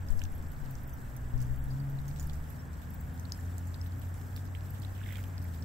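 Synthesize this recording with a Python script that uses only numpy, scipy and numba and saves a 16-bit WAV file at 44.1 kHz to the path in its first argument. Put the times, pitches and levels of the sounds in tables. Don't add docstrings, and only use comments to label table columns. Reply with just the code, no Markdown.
import sys
import numpy as np
from scipy import signal
from scipy.fft import rfft, irfft
from scipy.io import wavfile
from scipy.ndimage import uniform_filter1d
from numba import njit

SR = 44100
rng = np.random.default_rng(int(sys.argv[2]) if len(sys.argv) > 2 else 0)


def magnitude_from_level(level_db):
    exponent = np.asarray(level_db, float) / 20
    return 10 ** exponent


def wav_record(signal):
    frames = np.transpose(np.atleast_2d(signal))
    bounded = np.clip(frames, -1, 1)
    quanta = np.round(bounded * 32767).astype(np.int16)
    wavfile.write(sys.argv[1], SR, quanta)


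N = 248724

# start_s, peak_db, bubble_hz, left_minus_right_db
CUP_DRIPS = [(0.0864, -45, 5430, 1), (0.105, -41.5, 7800, -9), (0.1241, -54, 8950, -6),
             (0.193, -41.5, 5260, -2), (0.2169, -41.5, 2890, -15), (0.2376, -36, 6370, -5),
             (0.7537, -46, 6050, -10), (1.1655, -50, 6500, -5), (1.3783, -54, 6040, -14),
             (1.426, -45, 6240, -3), (1.9869, -56, 4200, -10), (2.1786, -53, 3522, -6),
             (2.2975, -46, 4460, -6), (2.6549, -53, 7820, -11), (3.1767, -61, 4808, -1),
             (3.1964, -40, 7000, -3), (3.2525, -48, 4188, -1.5), (3.3208, -29, 5270, 5),
             (3.5818, -41, 8147, -12), (3.6704, -53, 7297, -11), (3.7426, -42.5, 4605, 0),
             (3.8134, -47, 5400, 4), (3.8617, -54, 3745, -13), (3.921, -53, 4580, 6),
             (4.1416, -45, 8320, -9), (4.5502, -45.5, 3105, -14), (4.8484, -46, 3784, -11),
             (5.2396, -46, 3080, -1), (5.3799, -43, 4844, 1), (5.6244, -47, 4940, 2)]
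# start_s, peak_db, bubble_hz, left_minus_right_db
SPLASHES = [(0.4239, -56, 6100, -2.5), (1.4039, -49, 5840, 0), (1.705, -58, 4723, 3),
            (2.0813, -42, 6300, -4), (2.161, -52, 5200, 0), (2.1976, -40, 6800, -10),
            (2.334, -49.5, 6940, -10), (2.4404, -64, 2774, 0), (2.498, -66, 3207, -2),
            (2.7311, -59, 5616, -1.5), (2.818, -59, 3360, -6), (4.0175, -55, 3274, -2),
            (4.2128, -60, 8330, -6), (4.363, -41, 4670, 0), (4.4528, -55, 5346, -6),
            (4.7449, -55, 3300, -6), (4.779, -59, 8010, -9.5), (4.82, -48.5, 4294, -9),
            (4.9485, -58, 3164, -10), (4.978, -58, 3040, -10), (1.4165, -49.5, 7500, -15),
            (2.228, -48, 7060, -2), (4.9033, -67, 6750, -3), (5.123, -54, 3000, -8),
            (.175, -52, 8100, -9), (5.4172, -53, 5170, -2), (5.5373, -58, 3870, -10)]
# start_s, peak_db, pitch_hz, left_minus_right_db
SPRAY_TICKS = [(0.162, -55, 11600, -6), (0.378, -54, 12060, -9), (0.5168, -54, 12900, -8),
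               (0.7082, -41, 15700, 4), (0.8332, -48.5, 13000, -8), (0.8754, -49, 15150, 5),
               (0.937, -43, 14700, -5), (1.1653, -48, 14760, -5), (1.4163, -58, 11000, -15),
               (1.587, -45, 15500, 2), (1.6397, -47.5, 11700, -9), (1.8991, -55, 12860, -12),
               (2.0791, -52, 15420, -4), (2.1969, -48, 15400, 5), (2.226, -48, 15400, -3),
               (2.272, -56, 11300, -14), (2.9047, -47.5, 12710, -4), (2.9425, -42, 15300, 5),
               (3.0081, -45, 15640, 5), (3.1967, -53, 13400, -4), (3.5821, -45, 14610, -3),
               (3.8676, -47, 14230, -4), (3.9936, -44, 15400, 1), (4.3635, -44, 14980, .5),
               (4.704, -42, 14200, 1), (5.1243, -45, 15700, .5), (5.1692, -49, 15300, -2),
               (5.239, -52, 14600, -2), (5.2642, -55, 11920, -5), (5.4412, -47, 14080, -6)]
# start_s, peak_db, pitch_hz, left_minus_right_db
GLUG_BUBBLES = [(0.216, -42, 1590, 4), (3.3214, -39, 6470, -10), (3.3898, -46, 1695, -.5),
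                (1.9885, -51, 3850, -10), (3.254, -45, 4235, -3), (3.7434, -48.5, 3846, -8),
                (3.7463, -49, 4800, 1), (3.8144, -42, 5380, 5), (4.849, -57, 3582, -9),
                (.2385, -48, 6560, -11), (4.376, -48, 1720, -9), (4.4525, -48, 1669, -2.5),
                (4.549, -48, 2097, -11), (5.014, -46.5, 1500, -4.5), (5.0381, -49, 3353, -13),
                (5.0604, -49, 3290, -11), (5.089, -50, 3455, -14), (5.1563, -49, 3230, -16),
                (2.2965, -46, 3480, -9), (5.0639, -46, 2068, -14), (5.0882, -46, 1851, -6),
                (5.1063, -44, 2031, -18), (5.1232, -43, 2000, -9), (5.156, -45, 2120, -12),
                (3.3208, -39.5, 4680, 0), (5.184, -46, 1546, -2.5), (5.452, -50.5, 2000, -11)]
# start_s, peak_db, pitch_hz, left_minus_right_db, ring_ms
RIM_RINGS = [(2.588, -60, 5500, 1, 64), (2.5, -52, 11500, -14, 19.4), (0.32, -52, 10200, -7, 15),
             (4.736, -51, 12800, 4, 25), (2.523, -57.5, 13000, -12, 18), (.134, -57, 13500, 0, 14),
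             (0.36, -58, 11600, -8, 14), (0.35, -53, 12400, -8, 16), (.424, -64, 11600, -6, 14),
             (.483, -59, 11700, -10, 14), (.517, -52, 12900, -6, 20), (0.93, -58, 6000, -6, 22),
             (1.705, -56, 4700, 2, 37), (1.8, -52, 4680, -4, 12.3), (2.2, -51, 6900, -8.5, 33),
             (3.196, -52.5, 6140, -4, 11), (3.455, -61, 6200, -3, 20.6), (3.672, -56.5, 7300, -10, 33.5),
             (5.28, -52, 12050, -6, 15.8), (5.623, -51, 5400, 5, 14), (3.324, -53, 5250, 2, 59.4),
             (1.166, -58.5, 6300, -4, 26)]
# start_s, peak_db, low_hz, high_hz, left_minus_right_db
EARLY_TAPS = [(0.0868, -58, 8500, 15700, -13), (0.1242, -50, 5560, 13500, -14),
              (0.1931, -44, 5500, 11000, -12), (0.2175, -49, 3500, 15700, -1),
              (0.2524, -44, 2200, 5500, -3), (0.424, -55, 3500, 15700, 0), (0.5193, -50, 3500, 11000, -2),
              (0.644, -51, 2200, 8500, -5), (0.653, -52, 2220, 8500, -7), (0.66, -45, 3500, 15700, -4),
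              (0.7089, -53, 3500, 11000, -1), (0.8945, -43, 8500, 15700, -4),
              (1.0157, -51, 8500, 13400, -10), (1.1655, -43.5, 11000, 13500, -13),
              (1.4043, -52, 3500, 11000, 2), (1.4258, -53, 8500, 15700, -11),
              (1.5614, -45, 8500, 15720, -5), (1.7999, -49, 8540, 15700, -2),
              (1.8992, -53, 13500, 15700, -14), (1.9107, -50, 11000, 15700, -12),
              (2.0164, -50, 5500, 15700, 3), (2.0873, -48, 3500, 10980, 1), (2.112, -48, 3500, 5500, 1),
              (2.1619, -47, 2200, 5500, -5), (2.1885, -45, 3500, 8500, 4), (2.1977, -44, 8500, 13500, -4),
              (2.228, -48, 3500, 13500, -13), (2.2419, -49, 11000, 15700, 8),
              (2.2718, -42, 11000, 13500, -14), (2.2963, -47, 3502, 11000, -5),
              (2.3088, -51, 2200, 5500, -3), (2.3336, -47, 5500, 11000, -14),
              (2.3556, -50, 5500, 13500, -14), (2.44, -50, 2200, 10960, 8), (2.4938, -47, 11020, 15700, -9),
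              (2.5238, -58, 8500, 11030, -14), (2.7318, -53, 3500, 8500, 5), (2.819, -53, 2198, 5500, -2),
              (2.9368, -51, 11000, 15730, 7), (3.0785, -48, 8485, 13500, 1)]
# start_s, peak_db, low_hz, high_hz, left_minus_right_db
LATE_TAPS = [(3.1414, -52, 8500, 11010, -8), (3.1628, -49, 11000, 15700, 6), (3.1775, -48, 3495, 8500, 2),
             (3.3469, -47, 3475, 10970, -3), (3.3767, -48, 11000, 15700, -2), (3.4099, -49, 2200, 15700, 1),
             (3.5823, -40, 2198, 13470, -11), (3.6712, -49, 5500, 15700, -12),
             (3.743, -53, 8470, 10960, -14), (3.7505, -52, 2200, 3500, -7), (3.7605, -49, 2200, 15700, 8),
             (3.8687, -56, 3503, 5500, -4), (3.9211, -52, 5515, 15700, 2), (4.0168, -42, 3500, 15700, -4),
             (4.0343, -45, 11000, 15700, -7), (4.0876, -51, 8500, 13410, 8), (4.174, -51, 5475, 10990, -5),
             (4.2139, -50, 2200, 13500, -10), (4.2647, -48, 11050, 15700, 8),
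             (4.3641, -50, 2195, 3500, -12), (4.3703, -50, 13500, 15700, 7.5), (4.376, -46, 2200, 3500, -8),
             (4.383, -48, 3500, 8500, 2), (4.4539, -51, 2200, 11000, -4), (4.5498, -50, 3513, 11020, -3),
             (4.608, -49, 2195, 5500, -8.5), (4.6588, -54, 3494, 8495, 7), (4.7986, -46, 8500, 15700, -10),
             (4.8485, -47, 2200, 3520, -13), (5.0717, -45, 3500, 15720, 1), (5.1252, -40, 3500, 13500, -5),
             (5.1573, -45, 3504, 5500, 3), (5.1697, -43.5, 2200, 11000, -8), (5.1827, -46, 2200, 13500, -9),
             (5.2296, -47, 2200, 15680, -9), (5.2391, -44.5, 2200, 11000, -11),
             (5.265, -52, 13500, 15700, 3), (5.3808, -50, 2200, 8490, -5), (5.4266, -45, 8500, 15700, -5),
             (5.4855, -49, 2200, 15670, -5)]
# time_s, level_db
CUP_SPILL = [
    (4.96, -70),
    (5.03, -59),
    (5.13, -57.5),
    (5.165, -54),
    (5.19, -56),
    (5.22, -69),
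]
# start_s, peak_db, sign (direction and share of the push)
AIR_PUFFS = [
    (0.103, -20, 1),
    (0.615, -19, 0.18),
    (1.336, -24, 0.92),
    (1.502, -27.5, -0.91),
    (1.661, -34, -1),
    (1.93, -33, 0.93),
]
# frequency_hz, gain_db
LEFT_PORT = [(800, -7.5), (2600, -6), (3200, -8), (5300, 0), (6800, -8.5), (7300, -0.5), (8700, -11),
             (9600, -25), (10200, -30), (11000, -18), (11900, 2.5), (12400, -6), (13600, 2), (15600, 6)]
# frequency_hz, gain_db
RIGHT_PORT = [(800, -38), (3100, -6), (4900, -6), (5500, -1), (6300, 2), (6900, -0.5), (7400, 7),
              (8200, 4.5), (8800, 0.5), (9700, 0.5), (10150, -11), (10500, -2.5), (11600, 8), (13000, 0)]
# time_s, firing_hz, level_db, overtone_lift_db (its load)
ENGINE_RUN = [(0.0, 92.04, -37.5, -12), (0.3, 84, -41.5, -3), (0.7, 68, -50.5, 8.5),
              (0.84, 65.6, -37.5, -17.5), (1.0, 60.4, -57.5, 7.5), (1.26, 62.04, -39, -3.5),
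              (1.42, 63.57, -34.5, 3), (1.58, 64.2, -30.5, -8.5), (1.82, 69.3, -45.5, 14),
              (2.05, 70.9, -41.5, 6), (2.22, 73.5, -31.5, -6.5), (2.66, 79, -45, 3), (3.2, 84.72, -42, 6),
              (3.6, 88.4, -36.5, 0.5), (4.2, 90.9, -37, -12), (5.06, 96.27, -37, -5),
              (5.3, 92.4, -34.5, -9.5), (5.64, 80.14, -38.5, 3)]
# frequency_hz, gain_db
EXHAUST_COLOUR = [(60, -0.5), (69, -18), (78, 1), (115, -7), (137, -1), (180, -19.5), (265, -19),
                  (330, -34.5)]
ENGINE_ORDERS_DB = (0.1, 0, -2.5, -3)
# peak_s, lift_db
DRONE_SWELLS = [
    (.66, 7),
    (2.3, 4.5),
    (3.5, 6),
    (4.2, 4),
    (5.3, 6.5),
]
# frequency_hz, density_db (per Hz)
TOWN_SPECTRUM = [(14, -41), (24, -10), (32, -11), (55, -1), (100, -5), (135, -8.5), (175, -13.5),
                 (265, -14), (340, -25), (800, -25), (1140, -28.5), (1700, -26.5), (2500, -44),
                 (4000, -101)]
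# frequency_hz, share (-1..1)
PORT_LIKENESS = [(60, 0.87), (150, 0.66), (300, 0.59), (640, 0.3), (1400, -0.19), (3000, 0.034)]
# centre_s, half_length_s, threshold_lift_db
GATE_DIPS = [
    (.9, .05, 4.5),
    (1.61, .03, 4),
    (1.16, .012, 4),
    (3.335, .012, 5),
]


def unit(x):
    return x / np.sqrt(np.mean(x ** 2))


def curve(rows):
    s, *columns = np.transpose(rows)
    return [np.interp(np.arange(N) / SR, s, c) for c in columns]


def along(rows):
    hz, value = np.transpose(rows)
    bin_hz = np.arange(N // 2 + 1) * SR / N
    return np.interp(np.log(bin_hz + 1), np.log(hz), value)


def colour(x, gain):
    return irfft(rfft(x) * gain, N)


def walk(rate):
    hold = int(SR / rate)
    steps = np.repeat(rng.standard_normal(N // hold + 1), hold)
    return unit(uniform_filter1d(uniform_filter1d(steps, hold), hold)[:N])


def band_noise(x, order, lo_hz, hi_hz):
    return signal.sosfilt(signal.butter(order, [lo_hz, hi_hz], "bandpass", fs=SR, output="sos"), x)


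def ports(x):
    return np.array([colour(x[0], magnitude_from_level(along(LEFT_PORT))), colour(x[1], magnitude_from_level(along(RIGHT_PORT)))])


@njit
def bubbles(start, lag, hz, ring, glide, left, right):
    out = np.zeros((2, N + 64))
    for k in range(len(start)):
        phase = 0.
        for i in range(min(int(1.5 * ring[k]), N - start[k])):
            u = i / ring[k]
            phase += min(2 * np.pi * hz[k] * (1 + glide[k] * u) / SR, 2.6)
            v = np.sin(phase) * 19 * u * np.exp(-7 * u)
            out[0, start[k] + i + 8] += left[k] * v
            out[1, start[k] + i + lag[k]] += right[k] * v
    return out[:, 8:N + 8]


def plink(s, db, hz, pan_db, ring_ms, glide):
    ring = np.clip(ring_ms, .3, 80) * SR / 1000 + 0 * hz
    lag = np.where(db > -37, 8, rng.integers(0, 17, size=len(s)))
    start = np.clip(s * SR, 0, N - 1).astype(np.int64)
    start_hz = hz * (1 - 0.21 * glide)
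    return bubbles(start, lag, start_hz, ring, glide + 0 * hz, magnitude_from_level(db + pan_db / 2), magnitude_from_level(db - pan_db / 2))


def bursts(s, db, t60):
    kick = np.zeros(N)
    np.add.at(kick, (s * SR).astype(int), magnitude_from_level(db))
    return signal.lfilter([1], [1, -np.exp(-np.log(1000) / (t60 * SR))], kick)


def droplets(s, db, hz, pan_db, spread_s, spread_oct, cycles):
    late, pitch, size = rng.random((len(s), 24, 3)).T
    delay = -spread_s * np.log(1 - late)
    f = np.clip(hz * 2 ** (spread_oct * (2 * pitch - 1)), 1500, 15700).ravel()
    level_db = (db - 1.5 * delay / spread_s - 10 * size).ravel()
    start = (s + 0.0026 + delay).ravel()
    pan = (pan_db + 0 * delay).ravel()
    return plink(start, level_db, f, pan, cycles * 1000 / f, glide=0.17)


def drop_impacts(rows, click_db, tail_db, cycles, glide):
    s, db, hz, pan_db = np.transpose(rows)
    tail_db = tail_db - 0.53 * (db + 32.0)
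    click = bursts(s, db + click_db, t60=0.0081) * rng.standard_normal((2, N))
    mist = bursts(s, db + tail_db, t60=.08) * rng.standard_normal((2, N))
    splash = droplets(s, db + tail_db - 5.5, hz, pan_db, spread_s=0.019, spread_oct=0.472, cycles=44)
    return plink(s, db, hz, pan_db, cycles * 1000 / hz, glide) + splash + ports(click + mist)


def drips():
    in_cup = drop_impacts(CUP_DRIPS, click_db=-9, tail_db=-23, cycles=17, glide=.9)
    splashing = drop_impacts(SPLASHES, click_db=-5, tail_db=-14, cycles=14, glide=.6)
    return in_cup + splashing


def glugs():
    s, db, hz, pan_db = np.transpose(GLUG_BUBBLES)
    ring_ms = 5.4 * (hz / 2000) ** -0.18
    return plink(s, db, hz, pan_db, ring_ms, glide=0.051)


def spray():
    s, db, hz, pan_db = np.transpose(SPRAY_TICKS)
    ticks = plink(s, db + 2.0, hz, pan_db, ring_ms=4.4, glide=0.12)
    return ticks + droplets(s - .002, db - 9, hz, pan_db, spread_s=0.0025, spread_oct=0.26, cycles=51)


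def rim_rings():
    return plink(*np.transpose(RIM_RINGS), glide=0.009)


def taps():
    out = np.zeros((2, N))
    t60_s = 0.0071
    fade = magnitude_from_level(-60 * np.arange(256) / SR / t60_s)
    for s, db, lo_hz, hi_hz, pan_db in EARLY_TAPS + LATE_TAPS:
        tap = band_noise(rng.standard_normal((2, len(fade))) * fade, 2, lo_hz, min(hi_hz, 20000))
        tap = tap / abs(tap).max(axis=1, keepdims=True)
        tap = tap * magnitude_from_level([[db + pan_db / 2], [db - pan_db / 2]])
        out[:, int(s * SR):][:, :len(fade)] += tap
    return out


def fizz(count, lo_hz, hi_hz, cycles, scatter_db, glide):
    s, pitch, size, side = rng.random((count, 4)).T
    hz = lo_hz * (hi_hz / lo_hz) ** pitch
    db = -scatter_db * np.log(1 - size)
    return unit(plink(s * N / SR, db, hz, 16 * (side - .5), cycles * 1000 / hz, glide))


def stray_ticks():
    ticks = fizz(count=600, lo_hz=3010, hi_hz=13900, cycles=9, scatter_db=1.5, glide=1.2)
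    return ports(ticks) * magnitude_from_level(-74)


def trickle():
    flow_db = -69 + 0.27 * np.arange(N) / SR
    spill_db, = curve(CUP_SPILL)
    patter = fizz(count=9000, lo_hz=2536, hi_hz=15500, cycles=53, scatter_db=1.85, glide=0.096)
    hiss = np.diff(rng.standard_normal((2, N + 1)), axis=1) * 0.07 + rng.standard_normal((2, N))
    water = magnitude_from_level(flow_db + walk(9)) * (patter + magnitude_from_level(5.5 + 1.34 * walk(70)) * hiss)
    spill = fizz(count=6000, lo_hz=1500, hi_hz=3670, cycles=12, scatter_db=0.5, glide=0.13)
    gurgle = magnitude_from_level(spill_db) * spill * magnitude_from_level([[-2.5], [2.5]])
    return ports(water + magnitude_from_level(spill_db - 9.0) * hiss) + gurgle


def air():
    out = np.zeros((2, N))
    t = np.arange(SR // 2) / SR
    cycles = 6.6 * t + 0.74 * (1 - np.exp(-t / 0.015))
    thump = np.sin(2 * np.pi * cycles) * (np.exp(-t / 0.067) + .5 * np.exp(-t / 0.18))
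    for s, db, sign in AIR_PUFFS:
        out[:, int(s * SR):][:, :len(t)] += sign * magnitude_from_level(db) * thump * np.array([[1], [-.08]])
    shake_db = -43.5 - 325 * np.clip(np.arange(N) / SR - 2.43, 0, .1)
    both = band_noise(rng.standard_normal(N), 2, 9, 26)
    own = band_noise(rng.standard_normal((2, N)), 2, 9, 26)
    return out + magnitude_from_level(shake_db) * unit(both + 0.4 * own)


def engine():
    hz, level_db, load_db = curve(ENGINE_RUN)
    turn = 2 * np.pi * np.cumsum(hz * (1 + 0.00911 * walk(14))) / SR
    pipe_hz, pipe_db = np.transpose(EXHAUST_COLOUR)
    tone = 0
    for k, fading_db in enumerate((0.89, 1.06, 0.62, 1.694)):
        exhaust_db = np.interp(np.log((k + 1) * hz), np.log(pipe_hz), pipe_db)
        db = level_db + ENGINE_ORDERS_DB[k] + (k > 0) * load_db + exhaust_db
        waver_db = walk(14) + fading_db * walk(6.06)
        tone = tone + np.sqrt(2) * magnitude_from_level(db + waver_db) * np.sin((k + 1) * turn + k)
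    return tone * magnitude_from_level([[.4], [-.4]])


def hum():
    t, swell_s = np.arange(N) / SR, 0.065
    lift_db = sum(db * np.exp(-((t - s) / swell_s) ** 2) for s, db in DRONE_SWELLS)
    return unit(band_noise(rng.standard_normal(N), 1, 127, 137)) * magnitude_from_level(-52.5 + lift_db)


def town():
    mid, side = rng.standard_normal((2, N))
    alike = np.clip(along(PORT_LIKENESS), -.99, .99)
    spectrum = magnitude_from_level(along(TOWN_SPECTRUM))
    mid = colour(mid, spectrum * np.sqrt(1 + alike))
    side = colour(side, spectrum * np.sqrt(1 - alike))
    return unit(np.array([mid + side, mid - side])) * magnitude_from_level(-43.5 + 0.06 * walk(1.7))


def whine():
    centre_hz, width_hz = 7990, 30
    whistle = band_noise(rng.standard_normal((2, N)), 1, centre_hz - width_hz / 2, centre_hz + width_hz / 2)
    return unit(whistle) * magnitude_from_level([[-74], [-101]]) * magnitude_from_level(1.8 * walk(8.6))


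def drop_faint_bands(x):
    z = signal.stft(np.array([x[0] + x[1], x[0] - x[1]]) / np.sqrt(2), nperseg=1024)[2]
    bands = z[:, :512].reshape(2, 128, 4, -1)
    power = uniform_filter1d(np.mean(abs(bands) ** 2, axis=2, keepdims=True), size=3, axis=3)
    band_db = 10 * np.log10(power + 1e-20)
    frame = np.arange(z.shape[2]) * 512
    wander = np.tanh(np.interp(frame, np.arange(N), walk(16)))
    dip_db = sum(db * (abs(frame / SR - s) < half_s) for s, half_s, db in GATE_DIPS)
    own = uniform_filter1d(rng.standard_normal(band_db.shape), size=9, axis=3) * 3
    gate_db = -96.8 + dip_db + 2.8 * wander + 2.2 * own
    keep = 1 / (1 + magnitude_from_level(6 * (gate_db - band_db)))
    z[:, :512] = (bands * keep).reshape(2, 512, -1)
    mid, side = signal.istft(z, nperseg=1024)[1][:, :N]
    return np.array([mid + side, mid - side]) / np.sqrt(2)


def scene():
    chain = drips() + glugs() + spray() + rim_rings() + taps() + stray_ticks() + trickle()
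    return chain + air() + engine() + hum() + town() + whine()


def band_limit(x):
    return signal.sosfilt(signal.butter(12, 16670, fs=SR, output="sos"), x)


def record(dry):
    top_cut = signal.ellip(10, .2, 60, 15680, fs=SR, output="sos")
    mix = signal.sosfilt(top_cut, drop_faint_bands(dry))
    return band_limit(mix)


dry = scene()
out = record(dry)
wav_record(out)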